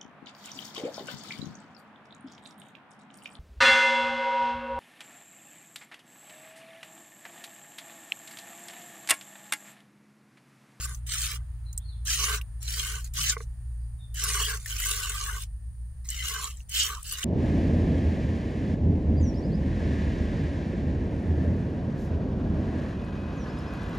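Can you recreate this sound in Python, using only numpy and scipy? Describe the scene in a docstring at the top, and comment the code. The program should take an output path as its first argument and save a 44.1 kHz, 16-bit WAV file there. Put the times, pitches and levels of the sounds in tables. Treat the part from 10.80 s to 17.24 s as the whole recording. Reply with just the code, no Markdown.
"""Outdoors, close to a plastic pail, a cow is milked by hand. From the start, jets hiss into the froth,
most gurgling lower as they slacken, and bursting bubbles tick; far engines drone behind, with insects
and a dying breeze. About a second in, a distant bird calls faintly. At two and a half seconds a dull
bump is followed by two drops plopping into the pail, then the bird again. The nearer engine dips in
speed around four seconds and moves off, while the squirts go on in front of the stereo microphone."""
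import sys
import numpy as np
from scipy import signal
from scipy.fft import rfft, irfft, next_fast_len
from scipy.io import wavfile
from scipy.ndimage import map_coordinates

SR = 44100
rng = np.random.default_rng(int(sys.argv[2]) if len(sys.argv) > 2 else 0)


def to_wav(sig):
    """Store sig (one row per channel, or 1-D mono) as 16-bit WAV at the path in sys.argv[1].

    Samples outside -1..1 are clipped; the rate is SR.
    """
    pcm = np.clip(np.atleast_2d(sig), -1, 1) * 32767
    pcm = np.round(pcm).astype(np.int16)
    wavfile.write(sys.argv[1], SR, pcm.T)  # frames by channels


N = 284127


def amp(db):
    """Decibels to gain."""
    return np.exp(np.asarray(db) * (np.log(10) / 20))


def unit(x):
    """x at rms 1."""
    return x / np.sqrt(np.mean(x ** 2) + 1e-20)


def along(points, hz):
    """Interpolate (frequency, value) points on a log frequency axis."""
    freqs, values = np.transpose(points)
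    return np.interp(np.log(hz + 1), np.log(freqs + 1), values)


def curves(rows):
    """One value per sample for each column after the time."""
    times, *columns = np.transpose(rows)
    return [np.interp(np.arange(N) / SR, times, column) for column in columns]


def wobble(rate):
    """A smooth random curve of rms 1 without wild peaks, rate knots a second."""
    knots = np.clip(rng.standard_normal(int(N * rate / SR) + 4), -1.6, 1.6)
    return unit(map_coordinates(knots, [np.arange(N) * rate / SR]))


def plateau(s, length, in_db_per_s, out_db_per_s):
    """A dB curve that is 0 from s for length seconds and falls away on both sides."""
    silent = -120
    corners = [s + silent / in_db_per_s, s, s + length, s + length - silent / out_db_per_s]
    return np.interp(np.arange(N) / SR, corners, [silent, 0, 0, silent])


def progress(s, length):
    """0 before time s, rising to 1 over length seconds."""
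    return np.clip((np.arange(N) / SR - s) / max(length, .001), 0, 1)


def add(track, s, sound):
    """Mix a sound into a track at time s."""
    room = track[max(round(s * SR), 0):][:len(sound)]
    room += sound[:len(room)]


def filtered(x, response):
    """x times a complex response of frequency."""
    size = next_fast_len(N + SR // 4)
    return irfft(rfft(x, size) * response(np.fft.rfftfreq(size, 1 / SR)), size)[..., :N]


def coloured(x, spectrum):
    """x given a spectrum, at rms 1."""
    return unit(filtered(x, lambda hz: amp(along(spectrum, hz))))


# Squeezes of a teat: (time [s], rise [s], hold [s], fade [s], jet level [dB], start of rise [dB re jet],
# loss over fade [dB], spray offset [dB], wall offset [dB], gurgle start [Hz], gurgle end [Hz])
SQUIRTS = [ (-.05, 0.016, 0.032, 0.18, -36.5, -14, 27.5, 4.5, -9, 1410, 1255),
           (0.265, 0.053, 0.14, 0.1, -35, -16, 7.5, -4.5, -9, 1427, 1428),
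           (1.254, 0.038, 0.24, 0.042, -33, -11, 8.5, -3, -5, 1660, 1143),
           (1.817, 0.085, 0.19, 0.14, -38.5, -24.5, 19, -2, -5, 2055, 1270),
           (2.335, 0.037, 0.15, 0.02, -33.5, -21, 13, -6, -5.5, 1410, 1494),
           (3.342, 0.073, 0.26, 0.096, -35, -17, 8, -1.5, -8, 1950, 1107),
           (3.846, 0.19, 0.08, 0.52, -36, -26, 12, 0, -3, 1672, 1140),
           (5.288, 0.13, 0.25, 0.11, -42.5, -5.5, 26.5, -2.5, -3, 2070, 1163),
           (5.887, 0.061, 0.1, 0.18, -33.5, -29.5, 27, -3, -2.5, 2110, 1131),
           (6.241, 0.021, 0.22, 0.09, -43, -13, 9, -1.5, -4, 1650, 1510), ]
# The hand's pressure changes for an instant: (time [s], half-width [s], level change [dB])
SURGES = [(.44, 0.019, 2), (1.995, 0.0028, 11), (2.508, 0.035, -0.5), (3.901, 0.045, 9.5),
          (5.49, 0.028, 6.5), (6.44, 0.017, 4.5)]
# Thin dribbles between squirts: (time [s], length [s], level [dB])
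DRIBBLES = [(1.805, 0.025, -58), (2.241, 0.031, -53.5), (2.578, 0.056, -57), (3.799, 0.093, -56),
            (5.245, 0.035, -56), (5.77, 0.052, -65)]
TEAT_DB_PER_S = 6000, 804  # the teat opens at once and closes more slowly
FULL_JET_DB, SPRAY_DB_PER_DB = -42, 0.13  # the weaker the jet, the larger its share of spray


def squeezes():
    """Each squeeze rises, holds and fades: gains of jet, spray and wall, and the gurgle's pitch."""
    t, gains, pitch = np.arange(N) / SR, np.zeros((3, N)), np.zeros(N)
    surge_db = sum(db * np.exp(-((t - s) / width) ** 2) for s, width, db in SURGES)
    for s, rise, hold, fade, db, entry_db, loss_db, spray_db, wall_db, start_hz, end_hz in SQUIRTS:
        length = rise + hold + fade
        rise_db = entry_db * (1 - progress(s, rise) ** 0.71)
        fade_db = loss_db * progress(s + rise + hold, fade) ** 0.96
        jet_db = db + surge_db + rise_db - fade_db
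        thin_db = SPRAY_DB_PER_DB * (FULL_JET_DB - jet_db)
        flow = amp(jet_db + plateau(s, length, *TEAT_DB_PER_S))
        gains += [flow, flow * amp(spray_db + thin_db), flow * amp(wall_db)]
        through = progress(s, length)
        glide_hz = np.interp(through, [.15, .6], [start_hz, end_hz])  # slack jets trap larger bubbles
        pitch = np.where(through > 0, glide_hz, pitch)
    for s, length, db in DRIBBLES:
        gains[:2] += amp(db + plateau(s, length, *TEAT_DB_PER_S))
    return *gains, pitch


def droplets(rate, spread_db):
    """Random impacts of log-normal size, rate a second."""
    chance, size, sign = rng.random(N), rng.standard_normal(N), rng.choice([-1, 1], N)
    return (chance < rate / SR) * sign * amp(spread_db * np.clip(size, -2.5, 2.5))


def shifting(x, width_hz, span_s, depth_db=1.6):
    """The hollow dug by the jet keeps changing shape, so its resonances come and go."""
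    hz, t, spectra = signal.stft(x, SR, nperseg=512)
    knots = np.meshgrid(hz / width_hz, t / span_s, indexing="ij")
    shift_db = depth_db * map_coordinates(rng.standard_normal((128, 512)), knots, mode="wrap")
    return unit(signal.istft(spectra * amp(shift_db), SR, nperseg=512)[1][:N])


def bubbles(pitch_hz, scatter, cycles, spread_db, count):
    """Damped sines scattered round a pitch curve; each rises a little as it nears the surface."""
    start = rng.integers(0, N, count)
    detune, size = np.clip(rng.standard_normal((2, count, 1)), -2, 2)
    age = np.arange(SR // 80)
    turns = pitch_hz[start, None] * np.exp(scatter * detune) * age / SR
    life = turns / cycles
    envelope = amp(spread_db * size) * np.exp(-life) * (1 - np.exp(-turns))
    ring = envelope * np.sin(2 * np.pi * turns * (1 + 0.021 * life))
    return unit(np.bincount((start[:, None] + age).ravel(), ring.ravel(), N)[:N])


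def low_cut(x, lowest_hz=960):
    """Bubbles radiate little below the pitch of the largest."""
    highpass = signal.butter(14, lowest_hz, "high", analog=True)
    return filtered(x, lambda hz: signal.freqs(*highpass, hz)[1])


# Modes of the pail's air and wall: (frequency [Hz], width [Hz], gain [dB])
PAIL_MODES = [(428.4, 57, 5.5), (671, 32, -7), (1124, 84, 6.5), (1176, 138, 8.5), (1520, 159, 11),
              (2047, 240, 5)]


def pail(x):
    """x rung through the modes of the pail, with deep valleys between them."""
    return filtered(x, lambda hz: sum(
        amp(db) * (1j * hz * width / (centre ** 2 - hz ** 2 + 1j * hz * width)) ** 2
        for centre, width, db in PAIL_MODES))


# The jet breaks through the froth: (time [s], length [s], gurgle gain [dB], pail ring offset [dB])
PLUNGES = [(-.01, 0.12, -39.5, -7), (0.502, 0.045, -35.5, -9), (1.39, 0.15, -39, 4),
           (1.485, 0.065, -30.5, 2), (1.976, 0.2, -40.5, -1), (2.506, 0.025, -37.5, -2.5),
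           (3.43, 0.091, -40, 8), (3.55, 0.066, -34, 4.5), (3.679, 0.077, -41.5, 7),
           (3.872, 0.2, -44.5, -5.5), (4.058, 0.15, -41, 4), (4.25, 0.26, -35, -9),
           (4.502, 0.068, -42.5, 4), (5.457, 0.08, -40, -1), (5.492, 0.17, -32.5, -7.5),
           (6.049, 0.084, -34.5, -3), (6.326, 0.16, -46, 2)]


def plunges(jet, skim_db=-18):
    """Gains of gurgle and pail ring: faint on the froth, strong while the jet digs into the milk."""
    gains = amp([[skim_db], [skim_db]]) * jet
    for s, length, db, ring_db in PLUNGES:
        dig_db = db + plateau(s, length, in_db_per_s=802, out_db_per_s=416.5)  # opens, then collapses
        gains = np.maximum(gains, amp(dig_db) * amp([[0], [ring_db]]))
    return gains


# Spectra of the splash, the fine spray and the plastic wall: (frequency [Hz], relative level [dB])
SPLASH_SPECTRUM = [(850, -47), (1300, -6), (1900, -0.5), (2500, -1.5), (3400, -4), (4100, 1.5),
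                   (4700, -1.5), (6300, 1.5), (8200, -5.5), (10000, -20), (15000, -34)]
SPRAY_SPECTRUM = [(4000, -34.5), (7000, 7), (8600, 6.5), (10500, 2.5), (12200, -8), (14000, -9.5),
                  (15400, -18), (16300, -20)]
WALL_SPECTRUM = [(2000, -47), (2750, -12.5), (3030, -5.5), (3350, -15), (4500, -30)]


def jets(jet, spray, wall, pitch):
    """Close up, each jet breaks into droplets that burst the froth and drive bubbles into the milk."""
    plunge, ring = plunges(jet)
    sputter = amp(np.clip(wobble(55) + 1.84 * wobble(340), -7, 7))  # the stream beads unevenly
    fine = unit(droplets(rate=9000, spread_db=3.0))
    coarse = amp(-6.5) * unit(droplets(rate=220, spread_db=5.0))
    splash = shifting(coloured(fine + coarse, SPLASH_SPECTRUM), width_hz=1215, span_s=0.045)
    mist = coloured(droplets(rate=7700, spread_db=10.5), SPRAY_SPECTRUM)
    mist = shifting(mist, width_hz=1000, span_s=0.053)
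    froth = bubbles(np.full(N, 4800.), scatter=0.346, cycles=13, spread_db=10, count=6500)
    gurgle = bubbles(pitch, scatter=0.16, cycles=11, spread_db=6.5, count=3000)
    gurgle = unit(gurgle + unit(pail(gurgle)))  # the pail picks out the bubbles near its modes
    body = unit(pail(droplets(rate=700, spread_db=3.0)))
    hiss = jet * (splash + amp(-15) * froth) + spray * amp(-3.5) * mist
    wall_hits = wall * amp(1.5) * coloured(droplets(rate=2500, spread_db=2.5), WALL_SPECTRUM)
    wet = hiss + wall_hits + (plunge + amp(-16) * jet) * amp(-8) * gurgle
    return low_cut(sputter * wet) + ring * amp(-5) * body


# Spectrum of drops on the rim: (frequency [Hz], relative level [dB])
RIM_SPECTRUM = [(1500, -39), (3000, -17.5), (8000, 5), (11500, -8), (15500, 5)]


def spatter(flow):
    """Stray drops of the spray strike the rim one by one."""
    return flow * amp(-8.5) * coloured(droplets(rate=170, spread_db=4), RIM_SPECTRUM)


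def engine(hz, first_db, second_db, third_re_second_db, unsteady_db):
    """An engine a long way off: only the lowest three firing orders carry to the microphone."""
    phase = 2 * np.pi * (np.cumsum(hz) / SR + rng.random()) + 0.011 * wobble(9.5)
    orders = enumerate([first_db, second_db, second_db + third_re_second_db], 1)
    return np.sqrt(2) * sum(amp(db + unsteady_db * wobble(12)) * np.sin(k * phase) for k, db in orders)


# Speed of the nearer engine: (time [s], firing rate [Hz])
NEAR_ENGINE = [(0.0, 61.5), (0.12, 59.7), (0.75, 59.1), (1.0, 55.4), (1.25, 58.0), (1.68, 56.3),
               (2.49, 59.1), (3.8, 55.4), (4.07, 47.7), (4.68, 51.3), (5.06, 59.3), (6.01, 61.2),
               (6.31, 57.8), (6.44, 62.0)]
# The farther engine: (time [s], firing rate [Hz], fundamental [dB], second order [dB])
FAR_ENGINE = [(0, 37, -73, -52), (.8, 42.5, -83, -49.5), (1.45, 45, -52.5, -52.5), (1.8, 40, -47, -70.5),
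              (2.5, 33.5, -47, -59), (3.2, 27, -55, -44), (5.5, 33, -69, -53.5), (6.44, 38, -54, -76)]


def engines():
    """The nearer engine dips in speed and moves off; behind it another winds down and picks up."""
    hz, = curves(NEAR_ENGINE)
    receding_s = np.maximum(np.arange(N) / SR - 4.5, 0)
    first_db = -37 - 4.5 * receding_s
    second_db = -46.5 - 11 * receding_s  # the upper orders fade first
    near = engine(hz, first_db, second_db, third_re_second_db=-20.5, unsteady_db=1.0)
    return near + engine(*curves(FAR_ENGINE), third_re_second_db=-26, unsteady_db=3.0)


# Spectrum of the low rumble: (frequency [Hz], relative level [dB])
RUMBLE_SPECTRUM = [(15, -25.5), (30, -0.5), (48, 3.5), (66, 10), (82, -3.5), (110, -8), (160, -15),
                   (210, -27.5), (280, -36), (500, -73.5)]


def rumble():
    """A distant rumble in the centre, easing near the end, and a fainter one spread wide."""
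    level_db = np.interp(np.arange(N) / SR, [5.2, 6.4], [-42.5, -44.5]) + 0.18 * wobble(4.2)
    centre = amp(level_db) * coloured(rng.standard_normal(N), RUMBLE_SPECTRUM)
    wide_spectrum = [(25, -12), (60, 8), (150, -7.5), (300, -23.5), (600, -40)]
    return centre + amp(-56) * coloured(rng.standard_normal((2, N)), wide_spectrum)


# Spectrum of the open air: (frequency [Hz], relative level [dB])
AIR_SPECTRUM = [(150, -2), (330, 0.5), (800, 3.5), (1500, -5), (1800, 6.5), (2050, -6.5), (3600, -14),
                (4800, -5), (5600, -15.5), (6900, -4), (7800, -6.5), (11500, -26), (15000, -8)]


def open_air():
    """The soft, slowly swelling hush of the field, a little to the right."""
    swell = amp(-70 + wobble(2.54))
    hush = coloured(rng.standard_normal((2, N)) + rng.standard_normal(N), AIR_SPECTRUM)
    return swell * hush * amp([[-1.3], [1.3]])


# Spectrum of the insect chorus: (frequency [Hz], relative level [dB])
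INSECT_SPECTRUM = [(8100, -45), (8550, -16.5), (8850, -15), (9030, -10.5), (9220, -17), (10450, -21),
                   (11200, -48.5)]
# Its swell and ebb: (time [s], level [dB])
INSECT_LEVEL = [(.2, -66), (.75, -68), (1.6, -63), (2.7, -66), (3.05, -64), (6.44, -65.5)]


def insects():
    """A high band of insects out in the field, a little to the left."""
    level_db, = curves(INSECT_LEVEL)
    chorus = coloured(rng.standard_normal((2, N)), INSECT_SPECTRUM)
    return amp(level_db) * chorus * amp([[1.3], [-1.3]])


# Spectrum of a soft breeze in the leaves: (frequency [Hz], relative level [dB])
BREEZE_SPECTRUM = [(300, -30.5), (650, -3.5), (1300, -1.5), (2200, -9), (4000, -15.5), (8000, -32)]


def breeze(start_db=-67, db_per_s=-2):
    """Leaves rustle all round the microphone and die away."""
    level_db = start_db + db_per_s * np.arange(N) / SR
    return amp(level_db) * coloured(rng.standard_normal((2, N)), BREEZE_SPECTRUM)


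# Wet ticks at the rim: (time [s], level [dB], pitch [Hz], crackle [dB re the pocket's peak])
TICKS = [(0.0475, -17, 8100, -29), (0.147, -28, 6300, -10), (.267, -33.5, 8400, -3), (0.473, -31, 3000, -8),
         (0.9285, -38.5, 7040, -3), (0.977, -21.5, 7950, -7.5), (1.251, -33, 9350, -3),
         (1.613, -31.5, 2780, -5.5), (1.828, -29, 7500, -5.5), (1.879, -26.5, 4000, -11),
         (1.9988, -21.5, 3190, -18), (2.244, -26.5, 6900, -12), (2.337, -31.5, 8050, -3),
         (3.343, -34, 11700, -4), (3.438, -15.5, 7800, -6), (3.8592, -30.5, 1810, 0), (4, -32, 1430, 8),
         (4.028, -18.5, 7800, -17), (4.068, -13, 7740, -23), (4.111, -18.5, 8000, -12),
         (4.296, -15, 8300, -15), (5.2887, -18, 6440, -27), (5.3026, -15, 7800, -17),
         (5.538, -28, 6070, -2), (5.6427, -18.5, 7400, -32), (5.7703, -35.5, 7860, -20),
         (5.804, -43, 2800, -17), (5.893, -31, 8500, -6.5), (6.2286, -32, 8380, -6), (6.296, -38, 4970, 5),
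         (6.3224, -21, 9650, -5), (6.432, -20.5, 3030, -22)]


def ticks(pocket_cycles=4.8, crackle_t60_s=.028):
    """A bubble bursts or a teat spits: a pocket of air rings for a few cycles and the film crackles."""
    out, t = np.zeros(N), np.arange(SR // 20) / SR
    for s, db, hz, crackle_db in TICKS:
        highpass = signal.butter(3, min(0.7 * hz, 12000), "high", fs=SR, output="sos")
        film = signal.sosfilt(highpass, rng.standard_normal(len(t)))
        film = unit(film + 1.2 * signal.lfilter(*signal.iirpeak(hz, 3, SR), film))
        crackle = amp(crackle_db - 60 * t / crackle_t60_s) * film
        pocket = np.sin(2 * np.pi * hz * t) * np.exp(-hz * t / pocket_cycles) * (1 - np.exp(-hz * t))
        add(out, s, amp(db) * (pocket / pocket.max() + crackle))
    return low_cut(out)


# Hollows in the froth: (time [s], length [s], start [Hz], end [Hz], width over pitch [ratio], level [dB])
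HOLLOWS = [(.3, 0.083, 1441, 1430, 0.13, -44.5), (0.383, 0.038, 2085, 1910, 0.17, -53),
           (1.26, 0.096, 1700, 1360, 0.16, -42.5), (1.285, 0.062, 6800, 5080, 0.5, -30.5),
           (1.978, 0.041, 3200, 3115, 0.21, -34), (2.352, 0.12, 1555, 1294, 0.18, -51),
           (2.481, 0.065, 1577, 1526, 0.11, -40.5), (2.486, 0.031, 6230, 4500, 0.8, -27.5),
           (3.347, 0.11, 1800, 1210, 0.23, -46), (3.546, 0.13, 3080, 3020, .14, -33.5),
           (3.68, 0.079, 1700, 1468, 0.23, -33.5), (4.005, 0.054, 2100, 1910, 0.15, -38.5),
           (4.446, 0.07, 1630, 1496, 0.22, -39), (5.291, 0.18, 2110, 2000, 0.084, -44),
           (5.415, 0.04, 1750, 1043, 0.32, -41.5), (5.5, 0.18, 1170, 1230, 0.3, -42),
           (5.919, 0.125, 2075, 1760, 0.53, -45), (5.922, 0.16, 3060, 3160, .22, -33),
           (5.981, 0.051, 6520, 3730, 0.9, -29), (6.046, 0.169, 1254, 1123, 0.34, -45),
           (6.387, 0.086, 2120, 1864, 0.26, -39.5)]


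def hollows():
    """The jet drills hollows whose fluttering ring mostly slides down as they deepen."""
    out = np.zeros(N)
    sway, flutter = np.exp(.05 * wobble(70)), unit(amp(3.5 * wobble(80)))
    for s, length, start_hz, end_hz, width, db in HOLLOWS:
        through = np.linspace(0, 1, int(length * SR))
        hz = start_hz * (end_hz / start_hz) ** through * np.roll(sway, -round(s * SR))[:len(through)]
        turns = np.cumsum(hz) / SR
        # two slow random amplitudes make a band of noise round the pitch
        cos_gain, sin_gain = (map_coordinates(knots, [turns * width], mode="wrap")
                              for knots in rng.standard_normal((2, 256)))
        ring = unit(cos_gain * np.cos(2 * np.pi * turns) + sin_gain * np.sin(2 * np.pi * turns))
        add(out, s, amp(db) * np.sqrt(np.abs(np.sin(np.pi * through))) * ring)
    return low_cut(out * flutter)


# Distant bird notes: (time [s], length [s], start [Hz], end [Hz], relative level [dB])
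BIRD_NOTES = [(0.848, 0.058, 4170, 4030, -51), (0.985, 0.053, 3050, 4000, -59),
              (1.031, 0.049, 4300, 4440, -53), (1.069, 0.043, 4460, 3835, -47.5),
              (1.116, 0.028, 3800, 3300, -54), (2.971, 0.094, 4760, 4880, -70),
              (3.183, 0.087, 3740, 3470, -54)]


def birds(trees_t60_s=0.37):
    """Rough, wavering calls, smeared by the trees on their way to the microphone."""
    song, waver = np.zeros(N), 1 + .02 * wobble(400)
    for s, length, start_hz, end_hz, db in BIRD_NOTES:
        through = np.linspace(0, 1, int(length * SR))
        hz = (start_hz + (end_hz - start_hz) * through) * waver[round(s * SR):][:len(through)]
        add(song, s, amp(db) * np.sin(np.pi * through) * np.sin(2 * np.pi * np.cumsum(hz) / SR))
    t = np.arange(SR // 3) / SR
    trees = rng.standard_normal((2, len(t))) * amp(-60 * t / trees_t60_s)
    echo = signal.fftconvolve(song[None], trees / np.linalg.norm(trees[0]), axes=1)[:, :N]
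    return amp(-8.5) * song + amp(-3) * echo


def bump(at_s=2.41, half_width_s=0.07):
    """One dull bump in the background."""
    swell = np.exp(-((np.arange(N) / SR - at_s) / half_width_s) ** 2)
    thud = coloured(rng.standard_normal(N), [(100, -37), (150, 11), (200, -2), (300, -53)])
    return amp(-49) * swell * thud


# Heavy drops into the pail: (time [s], relative level [dB])
DROPS = [(2.566, -19), (2.604, -26)]


def drops():
    """Heavy drops knock on the milk and ring the air in the pail."""
    out, t = np.zeros(N), np.arange(SR // 10) / SR
    knock = pail(signal.unit_impulse(N))[:len(t)] * amp(-60 * t / 0.24)
    knock = signal.sosfilt(signal.butter(2, 1500, fs=SR, output="sos"), knock)  # a soft contact
    air = np.sin(2 * np.pi * 458 * t) * amp(-60 * t / 0.058) * (1 - np.exp(-t / 0.0057))
    for s, db in DROPS:
        add(out, s, amp(db - 5) * (knock / np.abs(knock).max() + 0.78 * air))
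    return out


# Balance of the pail at the microphone: (frequency [Hz], left minus right [dB])
PAIL_BALANCE = [(100, -17), (430, -1), (1150, -3.5), (1550, 0), (2400, -2), (4200, -2), (6500, -1),
                (9000, 1.5), (12000, 5.5), (15000, 5)]


def pail_to_microphone(x, scatter_db, t60_s, lag_samples, shade):
    """The pail's wall shades the direct treble and rattles it round; the left side hears it later."""
    hop = SR // 24
    t, echo = np.arange(hop) / SR, np.zeros((2, N))
    window = np.sin(np.pi * np.arange(2 * hop) / (2 * hop))
    padded = np.pad(x, (0, 2 * hop))
    for start in range(0, N, hop):  # the point of impact wanders, and the wall echoes change with it
        grain = padded[start:start + 2 * hop] * window
        for channel in echo:
            tail = rng.standard_normal(hop) * amp(-60 * t / t60_s) * (t > .0004)
            add(channel, start / SR, signal.fftconvolve(grain, tail / np.linalg.norm(tail)))
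    echo_spectrum = [(400, -13), (1200, -9), (2200, -3), (4000, -2), (12000, 5)]
    echo = filtered(echo, lambda hz: amp(scatter_db + along(echo_spectrum, hz)))
    shadow = [(1500, -3), (8000, -10.5), (13000, -21)]
    side = np.array([[1], [-1]])
    delay = lambda hz: np.exp(-1j * np.pi * side * hz * lag_samples / SR)
    direct = filtered(x, lambda hz: amp(shade * along(shadow, hz)) * delay(hz))
    return filtered(direct + echo, lambda hz: amp(side * along(PAIL_BALANCE, hz) / 2))


def scene():
    """The milking close in front, deep in the pail and at its rim; the countryside far behind."""
    jet, spray, wall, pitch = squeezes()
    deep = jets(jet, spray, wall, pitch) + hollows() + drops()
    deep = pail_to_microphone(deep, scatter_db=1.0, t60_s=0.017, lag_samples=2.23, shade=0.86)
    rim = ticks() + spatter(jet + spray)
    rim = pail_to_microphone(rim, scatter_db=-3.5, t60_s=0.023, lag_samples=1.55, shade=0.44)
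    return deep + rim + rumble() + bump() + engines() + birds() + open_air() + insects() + breeze()


def record(dry):
    """The recorder keeps nothing above its band limit."""
    top_hz = 15700
    return filtered(dry, lambda hz: 1 / (1 + (hz / top_hz) ** 160))


dry = scene()
out = record(dry)
to_wav(out)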